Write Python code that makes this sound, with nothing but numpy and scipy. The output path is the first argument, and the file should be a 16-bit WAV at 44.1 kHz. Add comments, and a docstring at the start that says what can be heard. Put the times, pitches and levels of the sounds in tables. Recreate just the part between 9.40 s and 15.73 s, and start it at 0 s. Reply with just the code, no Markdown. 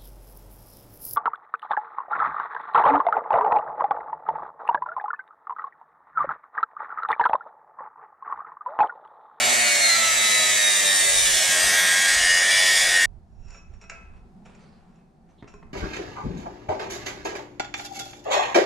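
"""On a workshop floor, an abrasive chop saw grinds through a steel pipe, slowing under the load.
Its gritty rim repeats a scrape every turn, the wheel squeals, the gears whine and sparks fizz.
Then, all at once, a quiet garage: the pipe clinks, knocks and scrapes against a small bike's engine
and frame, over a low drone and faint hiss. In both places a draught rumbles on the microphone."""
import sys
import numpy as np
from scipy import signal
from scipy.fft import rfft, irfft
from scipy.io import wavfile
from scipy.ndimage import uniform_filter1d, map_coordinates

SR = 44100
rng = np.random.default_rng(int(sys.argv[2]) if len(sys.argv) > 2 else 0)


def to_wav(sig):
    """Store sig (one row per channel, or 1-D mono) as 16-bit WAV at the path in sys.argv[1].

    Samples outside -1..1 are clipped; the rate is SR.
    """
    pcm = np.clip(np.atleast_2d(sig), -1, 1) * 32767
    pcm = np.round(pcm).astype(np.int16)
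    wavfile.write(sys.argv[1], SR, pcm.T)  # frames by channels


N = 279153
TIME, FREQS = np.arange(N) / SR, np.fft.rfftfreq(N, 1 / SR)
SHORT_TIME = np.arange(SR // 2) / SR  # half a second, for hits and echoes
SAW_ENDS_S, TREBLE_LIMIT_HZ = 3.657, 15350
GEAR_TEETH, GEAR_SHALLOW_DB, GEAR_DEEP_DB = 37, -41, -42
SQUEAL_GROWTH, EASY_RING_DB = 0.8, -26  # the squeal gains 0.8 dB per dB of ring above an easy cut

# The wheel slows as it bites and picks up when the push eases. Each row: seconds, turns per second.
WHEEL_SPEED = [(0.0, 121.6), (0.28, 118.4), (0.48, 113.1), (0.58, 111.3), (0.75, 107.5), (1.04, 105.8),
               (1.36, 99.7), (1.6, 97.2), (2.0, 91.5), (2.26, 89.2), (2.4, 90.2), (2.68, 90.3),
               (2.88, 88.3), (2.97, 88.3), (3.1, 93.2), (3.32, 93.1), (3.52, 88.8), (3.65, 88.1)]
# How far the cut has gone. Each row: seconds, depth from 0 (shallow) to 1 (deep).
CUT_DEPTH = [(0, 0.01), (1.4, 0.3), (2.2, 0.6), (3.0, 0.85), (3.65, 1)]
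# The saw's loudness. Each row: seconds, then grinding, wheel ring, spark fizz and saw body in dB.
SAW_LEVELS = [(0.0, -23, -25, -41.5, -30), (0.06, -21, -27, -38.5, -28.5),
              (0.22, -22.5, -23.5, -41.5, -33.5), (0.96, -21.5, -28.5, -39.5, -35),
              (1.23, -21.5, -25.5, -40.5, -38.5), (1.4, -22, -28.5, -38.5, -35),
              (1.83, -21.5, -30.5, -38, -37.5), (2.3, -20, -21, -34, -31), (2.41, -21.5, -20.5, -33, -32.5),
              (2.9, -21, -20.5, -43.5, -35.5), (3.03, -22, -19, -43.5, -33.5),
              (3.36, -19, -20.5, -37, -33.5), (3.64, -22.5, -19.5, -42, -34)]
# The tone colours of a shallow cut, a deep cut and the saw's body. Each row: frequency in Hz, level in dB.
SHALLOW_COLOUR = [(1400, -12.5), (1650, -3), (1900, 3.5), (2300, -4), (2700, -11), (3200, -8), (4100, -7),
                  (5200, -13.5), (7000, -4), (8500, -9.5), (9600, -11.5), (10300, -17.5), (12700, -15),
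                  (15000, -24)]
DEEP_COLOUR = [(1400, -16), (1600, -11), (1900, -4), (2300, -11), (2600, -20), (3400, -11), (4300, -14.5),
               (6800, -11), (9700, -14), (10300, -20), (12500, -18.5), (15000, -30)]
BODY_COLOUR = [(53, -39.5), (90, -9.5), (151, -17.5), (225, -11), (321, -20.5), (397, -9), (496, -13),
               (635, 0), (776, -4.5), (982, -9), (1300, -7.5), (1450, -9), (1500, -7), (1950, -33),
               (3300, -120)]
# Where wheel, guard and pipe ring. Each row: pitch in Hz, width in Hz, shallow and deep boost in dB.
RESONANCES = [(1317, 92, 15, 10.5), (1820, 110, 2.5, 1.5), (2242, 57, -5.5, 7.5), (2600, 91, 0, 8),
              (2823, 110, 4.5, 7.5), (3340, 300, -2, 7), (3745, 88, 9, 4.5), (4260, 150, -0.5, 2.5),
              (4876, 240, 5.5, 6.5), (5502, 150, 4.5, 8.5), (6030, 250, 7, 5), (6320, 360, -1.5, -1),
              (6730, 150, 2, 5.5), (7070, 160, -2.5, 3.5), (7790, 160, 4.5, 6.5), (7930, 82, 3, -1.5),
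              (8200, 220, -2.5, -1.5), (8800, 96, -4, 5.5), (9060, 290, 7, 3.5), (9360, 170, 1, 8.5)]
# The wheel catches and screeches. Each row: start and end in seconds, pitch and width in Hz, level in dB.
SCREECHES = [(1.25, 1.95, 3740, 200, -35.5), (1.7, 2.1, 2920, 110, -43), (1.1, 2.0, 8900, 250, -34),
             (1.9, 2.122, 5490, 110, -34), (1.1, 3.2, 8450, 400, -37), (2.3, 2.852, 3300, 160.8, -40.5),
             (2.716, 3.3, 2900, 109, -33.5), (2.6, 3.5, 4900, 150, -34), (2.72, 2.8, 8500, 110, -38),
             (2.4, 3.384, 6620, 250, -40.5), (2.97, 3.5, 3440, 60, -34.5), (3.8, 3.62, 12000, 150, -40)]
# The squeals and weaker tones, as multiples of the wheel speed. The fractions come from the geared motor.
SQUEAL_MULTIPLES = (18, 19, 20, 21)
WEAK_MULTIPLES = (1, 2, 3, 5, 6, 11, 12, 37 / 3, 16, 17, 37 / 2, 22, 24, 74 / 3, 31, 33, 53, 55)
# Their loudness, in the same order. Each row: dB in a shallow cut, dB in a deep cut.
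SQUEAL_LEVELS = [(-39.5, -50), (-34, -50), (-46, -45.5), (-37.5, -42)]
WEAK_LEVELS = [(-63, -67), (-52, -63.5), (-57, -60), (-41.5, -67.5), (-35, -56), (-58, -55), (-48, -47.5),
               (-63.5, -64), (-40, -57), (-38, -46.5), (-54.5, -37.5), (-49.5, -40.5), (-41.5, -38.5),
               (-45, -37), (-55, -51), (-61.5, -43.5), (-64.5, -46.5), (-55, -47)]
# Pitches in Hz where the wheel or pipe makes a passing tone sing out.
SINGING_HZ = (1625, 1768, 1850, 1890, 1981, 2022, 2088, 2170, 2235, 3443, 3753, 3925, 4157, 4372)
# Their shapes, in the same order. Each row: width in Hz, boost in dB.
SINGING_PEAKS = [(33, 12), (18, 15), (50, 15), (17, 6), (30, 4), (40, 10), (30, 4), (63, 7), (36, 8),
                 (44, 6), (90, 14), (110, 9), (170, 17), (72, 11)]
# How alike the saw is on the left and right. Each row: frequency in Hz, likeness (1 or more is identical).
SAW_LIKENESS = [(60, 1.2), (92, -0.07), (140, 0.05), (210, 0.73), (330, 0.8), (500, 1.05), (770, 0.93),
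                (1170, 0.13), (1790, 0.1), (2740, 0.85), (4190, 1.3), (6410, 0.48), (9810, -0.02),
                (15000, 1)]
# How far the left wave leads the right. Each row: frequency in Hz, phase in radians.
SAW_PHASE = [(0, 0), (600, -0.32), (1290, 1.3), (1550, -0.22), (2150, -0.1), (4910, 0.1), (5600, 0.8),
             (5940, -0.63), (6800, 1.15), (7490, -1.1), (7840, 0.9), (8500, 1.3), (8870, 0.5), (9650, -1.2),
             (10900, 1.5), (15000, 0.2)]
# Which side is louder. Each row: frequency in Hz, left minus right in dB.
SAW_BALANCE = [(60, -3), (87, -3.0), (130, -3), (180, -1.0), (260, -1), (380, 1), (550, -1.5), (790, -2),
               (1140, -1.5), (1650, -3.5), (2380, 2.5), (3440, -0.5), (4970, 0.5), (7180, -2),
               (10400, -2.0), (15000, -1.0)]
# Everything in the workshop, saw and draught alike, narrows to nearly mono. Each row: seconds, gain of the
# stereo spread in dB.
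STEREO_WIDTH = [(1.85, 1.5), (2.2, -7), (2.65, -18), (2.85, -35.5), (3.65, -32)]

# The pitches in Hz at which the loose pipe rings, some in close pairs.
PIPE_HZ = (549, 668, 985, 1331, 1362, 1583, 2013, 2296, 2311, 2557, 2574, 3295, 3941, 5575, 5604, 6045,
           6700, 7014, 7090, 7542)
# Their strengths, in the same order. Each row: level in dB, seconds to fade 60 dB if no hand damps it.
PIPE_RING = [(-10, .3), (5.5, .26), (-8, .23), (0, 0.36), (-5.5, 0.3), (-10, 0.38), (-13, .3), (-14, 0.39),
             (-22, .6), (-5.5, 0.65), (-7.5, 0.52), (-28, 0.62), (-17, 0.49), (-7, 0.29), (-6, 0.37),
             (-10, .35), (-10, .25), (-11.5, 0.4), (-14, .22), (-14, .25)]
# Steel hits steel. Each row: start in seconds, level in dB, then ring, dull body and bright edge in dB.
CLINKS = [(4.048, -55, 1, -11, 1), (4.0823, -45, -7, -8, -5), (4.104, -36.5, -7, -9, -4),
          (4.1468, -39.5, 4.5, -21, -24), (4.337, -47.5, -8, -15, -11), (4.4135, -41, 1.5, -16, -9),
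          (4.4398, -40.5, 1, -12, -13), (4.4974, -22.5, -6.5, -28, -17), (4.5154, -30, -1, -8, -36),
          (5.0574, -38, -11.5, 5, -20), (5.1498, -42, -13, -14, -13), (5.5574, -55.5, -4, -3, -7),
          (5.8898, -63.5, -1, 1, -15), (6.0776, -36, -16, -17, -24), (6.0934, -50, -6, -10.5, -10.5),
          (6.1396, -42, -1.5, -10, -8)]
# The pipe bumps the frame. Each row: start in seconds, level in dB, ring in dB relative to that level.
KNOCKS = [(6.025, -34, -23), (6.030, -42, -16), (6.043, -38.5, -13.5), (6.140, -52, 9.5),
          (6.227, -38, -11.5), (6.231, -46, -11.5)]
# The frame's tubes ring. Each row: pitch in Hz, level in dB, seconds to fade 60 dB.
FRAME_MODES = [(210, -17, 0.11), (408, -4, 0.15), (1065, -4, 0.09), (1353, -15, .1), (1564, -18, .12)]
# The pipe is pushed and twisted. Each row: peak time, rise, hold and fall in seconds, scrape and rub in dB.
STROKES = [(4.113, 0.4, 0.066, 0.22, -58.5, -62), (4.33, .25, .02, .25, -73, -67.5),
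           (4.418, .04, .01, 0.19, -60, -57.5), (4.498, 0.018, .002, 0.061, -47, -57),
           (4.518, .05, .03, 0.79, -82, -60), (4.77, .25, .005, 0.2, -79, -68),
           (5.058, .03, .002, 0.099, -63, -55), (5.09, .2, 0.13, 1.2, -80, -61),
           (5.56, .6, 0.036, 0.23, -87, -76), (5.9, .1, 0.011, 0.15, -83, -66.5),
           (5.99, .15, .04, .3, -88.5, -75), (6.079, .02, .003, 0.23, -57, -58)]
# It squeaks in its seat. Each row: start and end in seconds, pitch and width in Hz, level in dB.
SQUEAKS = [(5.192, 5.26, 6100, 250, -76), (5.15, 5.42, 4500, 1200, -77), (5.885, 5.93, 6060, 400, -79),
           (5.975, 6.02, 3620, 1100, -67)]
# The tone colours of the four kinds of contact. Each row: frequency in Hz, level in dB.
CLINK_COLOUR = [(250, -21), (400, -17), (663, 2), (1100, -8), (1400, -6), (1850, -11), (2400, -2.5),
                (2750, -6.5), (3200, -31), (5500, -7), (6400, -16), (7000, -2), (8200, -18), (9500, -40)]
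KNOCK_COLOUR = [(41, -30.5), (70, -1.5), (210, -1), (450, -15), (1200, -16), (1650, -24), (1980, -18),
                (2300, -26), (3500, -36), (6000, -44), (10000, -65)]
SCRAPE_COLOUR = [(240, -36), (400, -8), (579, 0), (850, -18.5), (1320, -6), (2180, -26), (2650, 8),
                 (3240, -31), (4430, -28), (5730, 3), (6420, -23), (6990, -10), (12000, -53.5),
                 (15600, -80), (22000, -120)]
RUB_COLOUR = [(240, -30), (400, 0), (650, -7), (1150, -5.5), (2500, -14), (4500, -22), (5500, -25.5),
              (9300, -27), (10500, -48), (14000, -65.5)]

# The garage's echo. Each row: frequency in Hz, seconds to fade 60 dB.
GARAGE_FADE = [(150, 0.27), (1000, 0.84), (3000, 0.5), (8000, 0.31)]
# The tone colours of the garage air and the draught. Each row: frequency in Hz, level in dB.
AIR_COLOUR = [(59, -55), (100, -21.5), (175, 1.5), (243, -6), (293, -24.5), (391, -21), (425, -29.5),
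              (580, -31), (743, -22.5), (1030, -34.5), (3090, -52.5), (4400, -50.5), (5300, -53),
              (9450, -57.5), (14000, -69)]
RUMBLE_COLOUR = [(9, -25.5), (15, 2.5), (35, -5), (77, -5.5), (130, -17), (180, -27.5), (240, -45),
                 (400, -100)]
# How alike the air is on the left and right. Each row: frequency in Hz, likeness from 0 to 1.
AIR_LIKENESS = [(60, 0.88), (150, 1), (380, 0.83), (950, 0.22), (2380, 0.27), (5980, 0.4), (15000, 0.02)]
# The air's loudness. Each row: seconds, drone in dB, hiss in dB.
AIR_LEVELS = [(3.7, -63, -64), (4.4, -61, -65.5), (4.8, -61, -62.5), (4.97, -54, -60), (5.27, -55, -63),
              (5.4, -58.5, -61.5), (5.75, -59.5, -64.5), (5.98, -61, -62.5), (6.1, -58, -63.5),
              (6.33, -54.5, -61.5)]
# The draught's strength. Each row: seconds, level in dB.
DRAUGHT_LEVELS = [(0, -60), (3.4, -52.5), (5.0, -57), (5.7, -62), (6.3, -54.5)]
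# Single puffs of air. Each row: middle and length in seconds, level in dB, left minus right in dB.
GUSTS = [(1.823, 0.41, -41, -10), (1.982, 0.18, -57, 2), (2.098, 0.1, -49, -9), (2.262, 0.091, -41, 7),
         (2.83, 0.32, -43.5, 3), (3.73, 0.28, -43.5, -16), (4.019, 0.36, -42, -14), (4.32, 0.23, -43, -9),
         (4.5, 0.17, -48, -3), (4.757, 0.35, -47, 0), (6.278, .2, -50, -7)]


def saw():
    """The turning wheel sets the pace of both the grinding and the whining."""
    speed = curves(WHEEL_SPEED)[0]
    turns = np.cumsum(speed) / SR
    depth = np.clip(curves(CUT_DEPTH)[0], 0, 1)
    grind_db, ring_db, fizz_db, body_db = curves(SAW_LEVELS)
    tones = whine(speed, turns, depth, ring_db)
    grit = grinding(turns, depth, grind_db, ring_db, fizz_db, body_db)
    return workshop_echo(grit + spread(tones), wet_db=-11.5, fade_s=.4)


def grinding(turns, depth, grind_db, ring_db, fizz_db, body_db):
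    """The rim's scrape sounds through the saw's body, the wheel and the pipe; sparks fizz on top."""
    scrape = spread(pair(*rim(turns, wear_turns=10, fresh=.6, uneven_db=2.2), SAW_LIKENESS))
    hiss = spread(pair(*rng.standard_normal((2, N)), SAW_LIKENESS))
    shallow = colour(irfft(rfft(scrape) * amp(resonance_db(FREQS, 0)), N), SHALLOW_COLOUR)
    deep = colour(irfft(rfft(scrape) * amp(resonance_db(FREQS, 1)), N), DEEP_COLOUR)
    steel = (1 - depth) * unit(shallow) + depth * unit(deep)
    sparks = steel + 0.39 * unit(colour(hiss, DEEP_COLOUR))
    bite = amp(.6 * wander(70) + 0.32 * wander(900))  # the grit catches unevenly
    grind = amp(grind_db - 1.57) * steady(band(steel, 2450, 10090))
    wheel_ring = amp(ring_db - 4.8 - 2.5 * depth) * steady(band(steel, 1480, 2450))
    fizz = amp(fizz_db - 1.45) * steady(band(sparks, 10000, 16000))
    body = amp(body_db - 2) * band(colour(scrape + 0.99 * hiss, BODY_COLOUR), 100, 1480)
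    return bite * (grind + wheel_ring + fizz + swells(scrape, SCREECHES)) + body


def rim(turns, wear_turns, fresh, uneven_db, points=1024, harmonics=180):
    """The same grit passes once a turn and slowly wears; breaking grains add fresh noise."""
    kept_per_turn = np.exp(-1 / wear_turns)
    grit = rng.standard_normal((2, 512, harmonics, 2)) @ [1, 1j]  # two spectra for each of 512 turns
    worn = signal.lfilter([1], [1, -kept_per_turn], grit, axis=1)
    # as the contact shifts, groups of high overtones flare and fade
    flare = uniform_filter1d(rng.standard_normal((512, harmonics)), 16, axis=0)
    flare = unit(uniform_filter1d(flare, 2, axis=1))
    worn *= amp(uneven_db * flare * np.minimum(np.arange(harmonics) / 70, 1))
    surfaces = irfft(worn[:, 64:], points).reshape(2, -1)  # the rim's bumps, turn after turn
    scrape = np.array([map_coordinates(s, [turns * points], order=1, mode="wrap") for s in surfaces])
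    return unit(scrape) + fresh * rng.standard_normal((2, N))


def whine(speed, turns, depth, ring_db):
    """Wheel squeal, gear whine and weaker tones swell as their pitch slides through a resonance."""
    push_db = SQUEAL_GROWTH * (ring_db - EASY_RING_DB)
    tones = np.zeros(N)
    for multiple, (shallow, deep) in zip(SQUEAL_MULTIPLES, SQUEAL_LEVELS):
        db = shallow + depth * (deep - shallow) + push_db + singing_db(multiple * speed)
        tones += tone(turns, multiple, db, flutter_db=1.3, jitter_rad=.25)
    gear_db = GEAR_SHALLOW_DB + depth * (GEAR_DEEP_DB - GEAR_SHALLOW_DB) + singing_db(GEAR_TEETH * speed)
    tones += tone(turns, GEAR_TEETH, gear_db, flutter_db=2, jitter_rad=.45)  # one wave per tooth
    for multiple, (shallow, deep) in zip(WEAK_MULTIPLES, WEAK_LEVELS):
        boost_db = np.interp(TIME, TIME[::256], resonance_db(multiple * speed[::256], depth[::256]))
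        db = shallow + depth * (deep - shallow) + boost_db - 1.5
        tones += tone(turns, multiple, db, flutter_db=2.5, jitter_rad=.39)
    return tones


def tone(turns, multiple, db, flutter_db, jitter_rad):
    """One slightly shaky tone at a multiple of the wheel speed."""
    gain = np.sqrt(2) * amp(db + flutter_db * wander(35))
    return gain * np.sin(2 * np.pi * (multiple * turns + rng.random()) + jitter_rad * wander(22))


def resonance_db(hz, depth):
    """The steel favours some pitches, and their boost changes as the cut deepens."""
    return sum((shallow + depth * (deep - shallow)) / (1 + (2 * (hz - centre) / width) ** 2)
               for centre, width, shallow, deep in RESONANCES)


def singing_db(hz):
    """The boost a tone gets near a narrow resonance of the wheel or pipe."""
    return sum(db / (1 + (2 * (hz - centre) / width) ** 2)
               for centre, (width, db) in zip(SINGING_HZ, SINGING_PEAKS))


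def swells(x, rows):
    """Screeches and squeaks: for a moment, one resonance picks its band out of x and sings."""
    out = np.zeros(x.shape)
    for start, end, centre, width, db in rows:
        narrow = irfft(rfft(x) / (1 + (2 * (FREQS - centre) / width) ** 4), N)
        part = narrow[..., round(start * SR):round(max(end, start + .02) * SR)]
        add(out, start, amp(db) * unit(part) * signal.windows.tukey(part.shape[-1], .5))
    return out


def pipe_on_bike():
    """The pipe clinks on steel, knocks on the frame and slides in its seat."""
    hits = np.zeros(N)
    pipe = [(hz, db, fade_s) for hz, (db, fade_s) in zip(PIPE_HZ, PIPE_RING)]
    for start, db, ring_db, body_db, edge_db in CLINKS:
        hardness = [(700, 0.59 * min(body_db, 3)), (1500, 0), (3000, 0), (5500, 0.55 * (edge_db + 1.5))]
        contact = burst([(hz, level + read(hardness, hz)) for hz, level in CLINK_COLOUR], fade_s=0.05)
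        modes = [(hz, level + read(hardness, hz), fade_s) for hz, level, fade_s in pipe]
        clink = amp(-4) * contact + amp(ring_db - 11.5) * ring(modes, damping=1.15)
        add(hits, start, amp(db - 7) * clink)
    for start, db, ring_db in KNOCKS:
        knock = burst(KNOCK_COLOUR, fade_s=0.031) + amp(ring_db) * ring(FRAME_MODES, damping=1)
        add(hits, start, amp(db) * knock)
    scrape, rub = sliding(pipe)
    return signal.sosfilt(signal.butter(6, 8800, fs=SR, output="sos"), hits + scrape) + rub


def burst(spectrum, fade_s):
    """A short contact: noise that starts at once and dies away."""
    noise = unit(colour(rng.standard_normal(len(SHORT_TIME)), spectrum))
    return noise * amp(-60 * SHORT_TIME / fade_s) * np.minimum(SHORT_TIME / 0.00067, 1)


def ring(modes, damping):
    """Struck steel rings at its own pitches (modes), never quite the same; hands damp it."""
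    return sum(amp(db + rng.normal(0, 1.1) - 60 * damping * SHORT_TIME / fade_s)
               * np.sin(2 * np.pi * (hz * SHORT_TIME + rng.random())) for hz, db, fade_s in modes)


def sliding(pipe):
    """Tiny uneven slips make a ringing scrape and a dry rub with faint squeaks."""
    pushes = np.array([stroke(*row[:4]) for row in STROKES])
    scrape_gain, rub_gain = amp(np.array(STROKES)[:, 4:].T) @ pushes
    slips = rng.standard_normal(N) * amp(1.6 * wander(250))
    ringing = unit(signal.oaconvolve(np.diff(slips, prepend=0), ring(pipe, damping=1.7))[:N])
    scrape = scrape_gain * unit(ringing + 0.57 * unit(colour(slips, SCRAPE_COLOUR)))
    rub = rub_gain * unit(colour(slips, RUB_COLOUR)) + swells(slips, SQUEAKS)
    return scrape, rub


def stroke(peak_s, rise_s, hold_s, fall_s):
    """The loudness of one push: it climbs 60 dB in rise_s, holds, then drops 60 dB in fall_s."""
    before, after = np.maximum(peak_s - TIME, 0), np.maximum(TIME - peak_s - hold_s, 0)
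    return amp(-60 * (before / rise_s + after / fall_s))


def workshop_echo(x, wet_db, fade_s):
    """Floor, benches and machines scatter the sound differently to each side."""
    tail = rng.standard_normal((2, len(SHORT_TIME))) * amp(-60 * SHORT_TIME / fade_s) * (SHORT_TIME > .003)
    return x + amp(wet_db) * signal.fftconvolve(x, tail / np.linalg.norm(tail[0]), axes=1)[:, :N]


def garage_echo(x, wet_db):
    """Adds a soft echo on each side, in which the middle pitches last longest."""
    hz, t, noise = signal.stft(rng.standard_normal((2, SR // 2)), SR, nperseg=256)
    fade = amp(-60 * t / read(GARAGE_FADE, hz)[:, None]) * (t > .004)
    tail = signal.istft(noise * fade, SR, nperseg=256)[1]
    echo = signal.fftconvolve(x[None], tail / np.linalg.norm(tail[0]), axes=1)[:, :N]
    return (x + amp(wet_db) * echo) * amp([[-.5], [.5]])  # leans a little to the right


def garage_air():
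    """The garage's low drone and faint hiss."""
    drone_db, hiss_db = curves(AIR_LEVELS)
    noise = colour(pair(*rng.standard_normal((2, N)), AIR_LIKENESS), AIR_COLOUR)
    return amp(drone_db + 2) * band(noise, 110, 310) + amp(hiss_db - 1) * band(noise, 310, 15000)


def draught(lumps_db=2, lumps_per_s=9):
    """Restless air rumbles on the microphone; stronger puffs mostly land on one side."""
    lumps = np.array([wander(lumps_per_s), wander(lumps_per_s)])
    gain = amp(curves(DRAUGHT_LEVELS)[0] + lumps_db * lumps)
    for middle_s, length_s, db, pan_db in GUSTS:
        sides = amp(np.array([[pan_db], [-pan_db]]) / 2)
        swell = np.cos(np.pi * np.clip((TIME - middle_s) / length_s, -.5, .5))
        gain = np.hypot(gain, amp(db) * swell * sides / sides.mean())
    noise = pair(*rng.standard_normal((2, N)), likeness=[(20, 0.37), (120, 0.9)])
    return gain * unit(colour(noise, RUMBLE_COLOUR))


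def pair(a, b, likeness):
    """Turns two unrelated signals into a partly alike left and right."""
    same = np.clip(read(likeness, FREQS), 0, 1)
    return np.array([a, irfft(same * rfft(a) + np.sqrt(1 - same ** 2) * rfft(b), N)])


def spread(x):
    """Each pitch reaches left and right with its own level and phase."""
    left = amp(read(SAW_BALANCE, FREQS) / 2) * np.exp(.5j * read(SAW_PHASE, FREQS))
    sides = np.array([left, 1 / left])
    return irfft(rfft(x) * sides / np.maximum(abs(sides.mean(0)), .6), N)


def narrowed(x):
    """Draws left and right towards the middle over time."""
    middle = x.mean(0)
    return middle + amp(curves(STEREO_WIDTH)[0]) * (x - middle)


def amp(db):
    """Turns decibels into a gain."""
    return 10 ** (np.asarray(db) / 20)


def unit(x):
    """Scales to an average (rms) level of 1."""
    return x / np.sqrt(np.mean(x ** 2) + 1e-20)


def steady(x):
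    """Evens out slow changes in level, so the push on the saw sets the loudness, not the grit."""
    return x / np.sqrt(uniform_filter1d(x.mean(0) ** 2, SR // 15) + 1e-9)


def read(points, hz):
    """Looks up a value between a table's rows, on a log-frequency scale."""
    freqs, values = np.transpose(points)
    return np.interp(np.log(hz + 1), np.log(freqs + 1), values)


def curves(rows):
    """Turns each column of a timed table into one value per sample."""
    seconds, *columns = np.transpose(rows)
    return [np.interp(TIME, seconds, column) for column in columns]


def add(mix, start_s, sound):
    """Mixes a sound in at its start time."""
    part = mix[..., round(start_s * SR):][..., :sound.shape[-1]]
    part += sound[..., :part.shape[-1]]


def colour(x, spectrum):
    """Turns each frequency up or down to follow a tone colour."""
    size = x.shape[-1]
    return irfft(rfft(x) * amp(read(spectrum, np.fft.rfftfreq(size, 1 / SR))), size)


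def band(x, lo_hz, hi_hz):
    """Keeps one range of frequencies, scaled so the average of left and right has level 1."""
    hz = FREQS + 1
    kept = irfft(rfft(x) / np.sqrt((1 + (lo_hz / hz) ** 32) * (1 + (hz / hi_hz) ** 32)), N)
    return kept / np.std(np.atleast_2d(kept).mean(0))


def wander(rate):
    """A smooth random wobble of level 1, changing about rate times a second."""
    knots = signal.resample_poly(rng.standard_normal(4096), 4, 1)
    return unit(np.interp(TIME * rate * 4, np.arange(len(knots)), knots))


def scene():
    """The saw, then at once the quiet garage, with the draught under both."""
    sawing = np.clip((SAW_ENDS_S - TIME) / 0.00405 + .5, 0, 1)
    rumble = draught()
    workshop = narrowed(saw() + rumble)
    garage = garage_echo(pipe_on_bike(), wet_db=-5) + garage_air() + rumble
    return sawing * workshop + (1 - sawing) * garage


def record(dry):
    """Removes the very highest treble."""
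    lowpass = signal.firwin(301, TREBLE_LIMIT_HZ, window=("kaiser", 9), fs=SR)
    return signal.oaconvolve(dry, lowpass[None], "same")


dry = scene()
out = record(dry)
to_wav(out)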